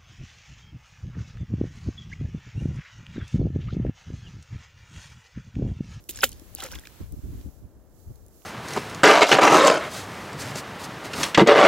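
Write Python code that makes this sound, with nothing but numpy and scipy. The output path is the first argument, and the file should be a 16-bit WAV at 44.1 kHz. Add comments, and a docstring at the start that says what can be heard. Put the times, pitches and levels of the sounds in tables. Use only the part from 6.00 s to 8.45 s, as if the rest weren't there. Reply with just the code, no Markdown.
"""A stone drops into the shallows of a pond and traps a pocket of air that pops loudly.
It skims the surface with a hiss and throws up a sheet of water; the spray patters back as ticking
drops and small ringing bubbles over a low slosh. Then wind buffets the two microphone ports of a
phone on the bank, a metre away. Distant air, stirred water and a thin hiss lie underneath."""
import sys
import numpy as np
from scipy import signal
from scipy.fft import rfft, irfft
from scipy.io import wavfile

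SR = 44100
rng = np.random.default_rng(int(sys.argv[2]) if len(sys.argv) > 2 else 0)


def wav_out(sig):
    """Save sig, one row per channel (or a flat mono array), as 16-bit PCM at SR to the path in sys.argv[1]."""
    wavfile.write(sys.argv[1], SR, np.round(np.clip(np.atleast_2d(sig).T, -1, 1) * 32767).astype(np.int16))


N = 108045
TIME = np.arange(N) / SR


def undb(db):
    """Decibels to gain."""
    return 10 ** (np.asarray(db) / 20)


def fader(rows):
    """Gain over time from (s, dB) points."""
    return undb(np.interp(TIME, *np.array(rows).T))


def on_bins(rows):
    """(Hz, value) points spread over the frequency bins."""
    hz, value = np.array(rows).T
    return np.interp(np.log(np.arange(N // 2 + 1) * SR / N + 1), np.log(hz), value)


def noise(eq, tilt_db=0, grain=0):
    """Coloured noise of rms 1; grain turns it into dense crackle."""
    white = rng.standard_normal(N)
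    if grain:
        white *= np.exp(grain * rng.standard_normal(N))
    tilted = [(hz, db + tilt_db * np.log2(hz)) for hz, db in eq]
    coloured = irfft(rfft(white) * undb(on_bins(tilted)), N)
    return coloured / coloured.std()


def pair(eq, tilt_db=0):
    """Unrelated noise at each port."""
    return np.array([noise(eq, tilt_db), noise(eq, tilt_db)])


def add(out, start, sound):
    """Mix a sound in at a time in seconds."""
    i = int(np.clip(start * SR, 0, N - 1))
    out[i:i + len(sound)] += sound[:N - i]


def low_cut(x, hz, order):
    """Roll off the bass."""
    return signal.sosfilt(signal.butter(order, hz, "high", fs=SR, output="sos"), x)


# Tone of the open air. Each row: frequency in Hz, gain in dB.
AIR_EQ = [(100, -6.5), (300, 0.5), (550, -3.5), (800, -10.5), (1100, -16), (1700, -20.5), (2500, -33.5),
          (6000, -41)]

def air():
    """A steady, dark bed of distant air."""
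    return undb(-61) * (noise(AIR_EQ) + .5 * pair(AIR_EQ))


# Hiss on the right. Each row: time in seconds, level in dB.
HISS_FADER = [(0, -59.5), (.08, -60), (.12, -64), (.45, -55), (1.0, -55), (1.1, -58.5), (1.4, -54.5),
              (1.55, -59.5), (1.7, -66), (1.88, -66.5), (2.0, -57.5), (2.13, -59.5), (2.3, -62.5),
              (2.35, -55.5), (2.45, -55.5)]
# Its balance. Each row: time in seconds, left relative to right in dB.
HISS_BALANCE = [(0, -4), (1.0, -2), (1.4, -6), (1.7, -14), (2.45, -7)]
# Its tone. Each row: frequency in Hz, gain in dB.
HISS_EQ = [(500, -6.5), (2500, -12), (4500, -5), (6500, -0.5), (7700, -0.5), (8700, -6), (11000, -0.5),
           (15500, -0.5)]

def hiss():
    """A thin hiss that leans to the right."""
    return fader(HISS_FADER) * pair(HISS_EQ) * np.array([fader(HISS_BALANCE), np.ones(N)])


# Swells of the water. Each row: time in seconds, level in dB.
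WASH_FADER = [(0, -62), (.08, -93), (.3, -63), (.5, -60), (.9, -58), (1.02, -55), (1.1, -69), (1.4, -60),
              (1.5, -72), (1.8, -80), (2.45, -78.5)]
# Their tone. Each row: frequency in Hz, gain in dB.
WASH_EQ = [(300, -2.5), (1000, 2), (2000, -0.5), (4200, -2.5), (7000, -17), (15000, -25.5)]

def wash():
    """Stirred water makes a soft, grainy wash."""
    return fader(WASH_FADER) * (.41 * noise(WASH_EQ, grain=.21) + .7 * pair(WASH_EQ))


# Light rumble. Each row: time in seconds, left and right levels in dB.
BREEZE_FADER = [(0, -43.5, -49.5), (.06, -64, -62), (.1, -46, -51), (.33, -44, -43.5), (.48, -47.5, -64.5),
                (.7, -48, -45), (.76, -36.5, -41), (.82, -55, -52), (.97, -58, -49.5), (1.551, -46, -62.5),
                (1.75, -51, -57.5), (2.0, -50, -63), (2.2, -47, -55.5), (2.45, -56.5, -61)]
# Buffets. Each row: start and length in seconds, left and right levels in dB, tilt in dB per octave.
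GUST_CUES = [(1.006, 0.013, -36, -31, 2.5), (1.021, 0.027, -34.5, -36.5, -2.5),
             (1.054, 0.051, -39, -62.5, -6), (1.114, 0.038, -31.5, -38.5, -1),
             (1.165, 0.038, -44.5, -34.5, -1), (1.23, 0.046, -37, -31.5, 0), (1.279, 0.039, -36, -33, -0.5),
             (1.319, 0.044, -34.5, -36.5, 1.5), (1.367, 0.052, -39.5, -37, 1.5),
             (1.437, 0.059, -37, -41, 2), (1.455, 0.0267, -34.5, -45.5, 0), (1.617, 0.055, -51.5, -39.5, 0),
             (1.757, 0.04, -48.5, -49, 0), (1.925, 0.06, -52.5, -54, 0), (2.066, 0.0248, -36.5, -38, -4),
             (2.1, 0.02, -35, -37.5, 1)]
# Tone of both. Each row: frequency in Hz, gain in dB.
WIND_EQ = [(15, -28.5), (35, -6.5), (58, 1.5), (100, -4), (160, -13.5), (280, -16), (420, -28.5),
           (700, -44.5), (2000, -67.5)]

def wind(edge_s=.0091):
    """A light rumble, and gusts that hit each port with their own eddies."""
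    when, left, right = np.array(BREEZE_FADER).T
    out = np.array([fader(np.c_[when, db]) for db in (left, right)]) * pair(WIND_EQ)
    for start, length, left_db, right_db, tilt_db in GUST_CUES:
        inside_s = np.minimum(TIME - start, start + length - TIME)
        ramp = np.clip(inside_s / edge_s / 2 + .5, 0, 1)
        eddies = pair(WIND_EQ, tilt_db) + .58 * noise(WIND_EQ, tilt_db)
        eddies *= np.sin(np.pi / 2 * ramp) ** 2
        rms = np.sqrt((eddies ** 2).sum(axis=1, keepdims=True) / (length * SR))
        out += undb([[left_db], [right_db]]) * eddies / rms
    return out


def burst(start, attack, hold, decay):
    """Envelope with a straight rise, a hold and an exponential tail."""
    rise = np.clip((TIME - start) / attack, 0, 1)
    return rise * np.exp(-np.maximum(TIME - start - attack - hold, 0) / decay)


# Water slopping round the hole. Each row: start in seconds, level in dB, decay in seconds.
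SLOSH_CUES = [(0.091, -40, 0.0065), (0.296, -50, 0.016), (0.417, -46.5, 0.01), (0.539, -45, 0.018),
              (0.628, -45, 0.02), (0.732, -55, 0.055)]
# Its tone. Each row: frequency in Hz, gain in dB.
SLOSH_EQ = [(40, -11), (110, -4), (200, -4), (350, 5), (520, -10.5), (1000, -27.5), (3000, -56)]

def sloshes(attack_s=.0036):
    """Soft low slaps as the surface heaves."""
    envelope = sum(undb(db) * burst(start, attack_s, 0, decay) for start, db, decay in SLOSH_CUES)
    return envelope * (noise(SLOSH_EQ) + .5 * pair(SLOSH_EQ))


# Delay at the right port. Each row: frequency in Hz, lag in radians.
RIGHT_LAG = [(500, .3), (1500, 0.55), (3400, .3), (4800, 1.3), (6200, 1.9), (7600, 2.09), (9500, 4.1),
             (15500, 4.2)]
# Its tone. Each row: frequency in Hz, gain in dB.
RIGHT_EQ = [(200, 0), (550, 2), (900, -1.5), (2700, 0.05), (3800, 1.5), (6000, 2.5), (7500, 2), (10000, 3),
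            (15500, 2.5)]

def ports(splash):
    """The splash reaches the right port a little later and brighter."""
    response = undb(on_bins(RIGHT_EQ)) * np.exp(-1j * on_bins(RIGHT_LAG))
    return np.array([splash[0], irfft(rfft(splash[1]) * response, N)])


# Tone of the reflections. Each row: frequency in Hz, gain in dB.
BANK_EQ = [(200, -21.5), (1500, -8), (3500, -1), (7000, 4), (15500, -3.5)]

def bank(splash, decay_s=.006):
    """The bank scatters a short, bright tail to both ports."""
    tail = pair(BANK_EQ) * np.exp(-TIME / decay_s) * np.sqrt(2 / (decay_s * SR))
    return undb(-17) * signal.fftconvolve(splash, tail, axes=1)[:, :N]


# Stereo width of the splash. Each row: frequency in Hz, share of power unrelated between ports.
SPLASH_WIDTH = [(100, 0.022), (1500, .02), (3000, 0.092), (5000, 0.2), (15500, 0.4)]

def water_patch(eq, tilt_db=0, grain=0):
    """Crackle from a patch of water: centred in the bass, wider in the treble."""
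    share = on_bins(SPLASH_WIDTH)
    common, left, right = (rfft(noise(eq, tilt_db, grain)) for _ in range(3))
    return irfft(np.sqrt(1 - share) * common + np.sqrt(share) * np.array([left, right]), N)


def droplets(per_second=280):
    """The finest droplets land as sparse bright clicks of uneven size, rms 1."""
    chance, size = rng.random((2, N))
    clicks = low_cut((chance < per_second / SR) * (size - .5), hz=2700, order=2)
    return clicks / clicks.std()


def bubble(hz, db, t60, glide):
    """A dying sine whose pitch glides, in octaves per t60, as the bubble nears the surface."""
    age = np.arange(int(t60 * SR) + 2) / (t60 * SR)
    pitch = np.minimum(hz * 2 ** (glide * age), SR / 2)
    return undb(db - 60 * age) * np.sin(2 * np.pi * np.cumsum(pitch) / SR)


# Falling spray. Each row: middle and spread in seconds, bubble level in dB, pitch in Hz, fizz in dB.
SHOWER_CUES = [(0.178, 0.033, -50.5, 3720, -47), (.3, 0.057, -60, 4500, -59), (.595, .017, -51, 2768, -50),
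               (0.647, 0.02, -46, 2000, -45.5), (0.732, .024, -49, 2880, -51),
               (0.809, 0.044, -56.5, 2300, -73)]
# Tone of the fizz. Each row: frequency in Hz, gain in dB.
FIZZ_EQ = [(150, -17), (450, -5.5), (1400, -4.5), (3200, -1), (5500, 1), (7400, -1.5), (9500, -10),
           (15500, -11.5)]

def spray(count=70, scatter_octaves=.73, scatter_db=4, ring_cycles=20, lag_s=.0001):
    """Each shower is a cloud of tiny bubbles over a fine fizz."""
    out, fizz_envelope = np.zeros((2, N)), 0
    for middle, spread, db, centre_hz, fizz_db in SHOWER_CUES:
        for when, pitch, size, ring, side in np.clip(rng.standard_normal((count, 5)), -2, 2):
            hz = centre_hz * 2 ** (scatter_octaves * pitch)
            t60 = ring_cycles * 2 ** (ring / 2) / hz
            plink = bubble(hz, db + scatter_db * size, t60, glide=.35)
            start = middle + spread * when
            add(out[0], start, plink)
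            add(out[1], start + lag_s * side, plink)  # drops land all around
        fizz_envelope += undb(fizz_db) * np.exp(-.5 * ((TIME - middle) / spread) ** 2)
    return out + fizz_envelope * (water_patch(FIZZ_EQ, grain=1) + droplets())


# Drop impacts. Each row: start in seconds, level in dB, decay in seconds, low and high cuts in Hz.
TICK_CUES = [(0.04, -45.5, 0.00095, 5100, 16000), (0.0925, -26, 0.00094, 2020, 18000),
             (0.0932, -28.5, 0.0011, 6000, 18000), (0.109, -30, 0.0022, 3500, 14900),
             (.1655, -37, 0.0011, 5000, 12000), (.173, -32.5, 0.002, 1400, 8900),
             (.189, -39, 0.0013, 3000, 12000), (0.2912, -32, 0.002, 5520, 15500),
             (.318, -36, 0.0015, 4530, 11900), (0.329, -39.5, 0.0014, 4500, 14000),
             (.397, -42.5, 0.00116, 3945, 13000), (.5499, -18.5, 0.00066, 9150, 18700),
             (0.6035, -33.5, 0.0019, 3000, 14000), (0.6235, -34, 0.00184, 3500, 15000),
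             (0.6382, -28.5, 0.0018, 5000, 15000), (0.662, -38, 0.003, 4000, 15000),
             (.7168, -30.5, 0.0012, 4000, 14000), (0.7222, -38, 0.00116, 4500, 10000),
             (.7495, -39.5, .003, 7000, 16000), (0.7542, -35.5, 0.001, 2000, 7900),
             (.7875, -42.5, 0.0018, 1200, 9000), (0.795, -37, 0.0013, 5960, 15000),
             (.853, -49, .003, 2000, 8000), (0.8713, -33.5, 0.00095, 1300, 8000),
             (1.123, -39.5, .001, 8270, 18000), (1.412, -51.5, 0.0022, 1007, 12000),
             (2.158, -47.5, 0.00097, 4920, 16000), (2.264, -48.5, 0.00096, 5090, 17000),
             (2.283, -46.5, 0.00104, 5520, 17070), (2.42, -51.5, 0.0011, 700, 4500)]

def ticks(attack_s=.0001):
    """Single drops crack as they flatten on the surface."""
    out, t = np.zeros((2, N)), TIME[:SR // 40]
    for start, db, decay, low_hz, high_hz in TICK_CUES:
        band = signal.butter(2, [low_hz, high_hz], "band", fs=SR, output="sos")
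        common, left, right = signal.sosfilt(band, rng.standard_normal((3, len(t))))
        envelope = np.minimum(t / attack_s, 1) * np.exp(-t / decay)
        for port, crack in zip(out, (common + left, common + right)):
            add(port, start, crack / crack.std() * undb(db) * envelope)
    return out


# Sheets of water. Each row: start in seconds, level in dB, attack, hold and decay in seconds,
# tilt in dB per octave.
SHEET_CUES = [(0.088, -32.5, 0.002, 0.011, 0.011, 4.5), (0.2182, -38, 0.0027, 0.007, 0.004, -1.5),
              (0.229, -24, 0.003, 0.0035, 0.006, -2.5), (0.2374, -16, 0.001, 0.005, 0.0052, 1),
              (0.251, -35, 0.0024, 0.0085, 0.016, 3.5), (0.599, -43.5, .001, 0.006, 0.0025, -3.5),
              (0.6245, -44.5, .001, 0.0078, 0.0043, -5), (0.648, -47.5, 0.0016, 0.012, 0.005, -6),
              (0.752, -43.5, 0.0014, 0.005, 0.0035, -2.5)]
# Their tone. Each row: frequency in Hz, gain in dB.
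SHEET_EQ = [(100, -38), (190, -28), (290, -11), (420, -16), (600, -8.5), (800, -5.5), (1050, -15),
            (1700, -4), (3200, 3), (4200, -4), (5500, -9), (7400, 0.5), (9000, -9), (12000, -4.5),
            (15500, -5)]

def sheets():
    """Water tears open in short crackling bursts."""
    return sum(undb(db) * burst(start, attack, hold, decay) * water_patch(SHEET_EQ, tilt_db, grain=.7)
               for start, db, attack, hold, decay, tilt_db in SHEET_CUES)


# Small bubbles. Each row: start in seconds, pitch in Hz, level in dB, t60 in seconds,
# glide in octaves per t60.
DRIP_CUES = [(0.159, 7330, -21, 0.0063, -0.09), (0.0908, 2480, -28, 0.0082, 0.23),
             (0.1882, 1580, -34.5, 0.023, 0.47), (.2072, 5230, -19, 0.0076, -0.044),
             (0.216, 3220, -25, 0.0059, -0.12), (0.2214, 10500, -27, 0.03, 0.33),
             (0.2303, 2900, -22, 0.014, -0.27), (0.237, 3000, -9, 0.0136, 0.19),
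             (0.2375, 1910, -14, 0.0133, 0.025), (0.2414, 4630, -21, 0.0108, 0),
             (.5498, 9400, -27, 0.00465, -0.36), (.5713, 2720, -34, 0.0066, 0.29),
             (.835, 1760, -48, 0.05, 0.82), (.2412, 15040, -17, 0.017, -0.0068),
             (0.2395, 7270, -21.5, 0.042, 0), (0.251, 3060, -23.5, 0.0093, -0.28),
             (.264, 3000, -43, 0.023, 0.13), (0.325, 3000, -38.5, 0.014, 0.18),
             (.3295, 4450, -33, .007, 0.19), (0.5598, 4584, -38, .015, -0.19),
             (.585, 805, -44, 0.23, -0.76), (0.585, 2750, -39.5, 0.033, 0.39),
             (0.603, 3700, -25.5, 0.009, 0.4), (0.6035, 2870, -31.5, 0.0104, .2),
             (0.6102, 3500, -32.5, 0.019, -0.54), (0.6228, 1285, -26.5, 0.032, 0.32),
             (.632, 1860, -36, .025, 0.31), (0.632, 840, -38, .03, -0.12),
             (0.6365, 7460, -14.5, 0.0073, 0.22), (0.644, 552, -37.5, 0.15, -0.61),
             (0.6512, 1280, -33.5, 0.0215, 0.67), (0.662, 1250, -37, 0.025, 0.76),
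             (0.6659, 2120, -34, 0.016, 0.63), (.665, 2850, -41, 0.0106, .1),
             (0.709, 2850, -41, 0.034, 0.95), (0.7162, 1390, -38.5, 0.0186, -0.33),
             (.724, 925, -41.5, .04, 0.44), (0.723, 5600, -28.5, 0.011, 0.16), (.722, 540, -46, 0.075, -.3),
             (0.7334, 1496, -33, 0.028, 0.77), (.739, 2330, -38, 0.025, 0.86),
             (.754, 1930, -38, 0.0188, 0.4), (.7555, 3480, -38.5, 0.01, 0.076),
             (0.7871, 3360, -36, 0.0098, -0.095), (.781, 1560, -44, 0.042, .2),
             (0.852, 3440, -41.5, 0.016, 0.53), (.854, 2160, -40, 0.026, 1.4),
             (0.8713, 2560, -28, 0.0067, -0.24), (0.871, 1540, -36, 0.012, 0.6)]

def drips(pinch_s=.00043, flutter_s=.0006, flutter_depth=.48):
    """Bubbles pinch off and ring while churning water shakes their level."""
    out = np.zeros(N)
    for start, hz, db, t60, glide in DRIP_CUES:
        ring = bubble(hz, db, t60, glide)
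        t = TIME[:len(ring)]
        swell = 1 - np.exp(-t / pinch_s)
        churn = np.interp(t / flutter_s, np.arange(256), rng.standard_normal(256))
        add(out, start, ring * swell * (1 + flutter_depth * churn))
    return out


# Tones of the main pop. Each row: start in seconds, pitch in Hz, level in dB, t60 in seconds,
# glide in octaves per t60.
POP_TONES = [(0.2339, 1506, -4.5, 0.018, -0.56), (0.2337, 2450, -14.5, 0.016, 0.49),
             (.2385, 770, -19.5, 0.017, -0.13), (0.2386, 556, -20.5, 0.046, -0.3),
             (0.2392, 3020, -8, 0.0065, .1), (0.24, 289, -32.5, .14, -1.7), (.247, 1440, -37, 0.051, -0.18),
             (.264, 480, -44, 0.053, -1.6)]

def air_pocket():
    """The air trapped by the stone rings and collapses in one loud pop."""
    out = np.zeros(N)
    for start, hz, db, t60, glide in POP_TONES:
        add(out, start, bubble(hz, db, t60, glide))
    return out


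def scene():
    """The splash and its reflections over wind and the outdoor bed."""
    splash = air_pocket() + drips() + ticks() + sheets() + spray()
    splash = low_cut(splash, hz=257, order=3)  # the bass of the splash is rolled off
    return ports(splash) + bank(splash) + sloshes() + wind() + air() + hiss() + wash()


def record(dry):
    """The phone clips peaks just under full scale and cuts the top."""
    high_cut = signal.ellip(10, .2, 80, 15750, fs=SR, output="sos")
    return signal.sosfilt(high_cut, np.clip(dry, -.9, .9))


dry = scene()
out = record(dry)
wav_out(out)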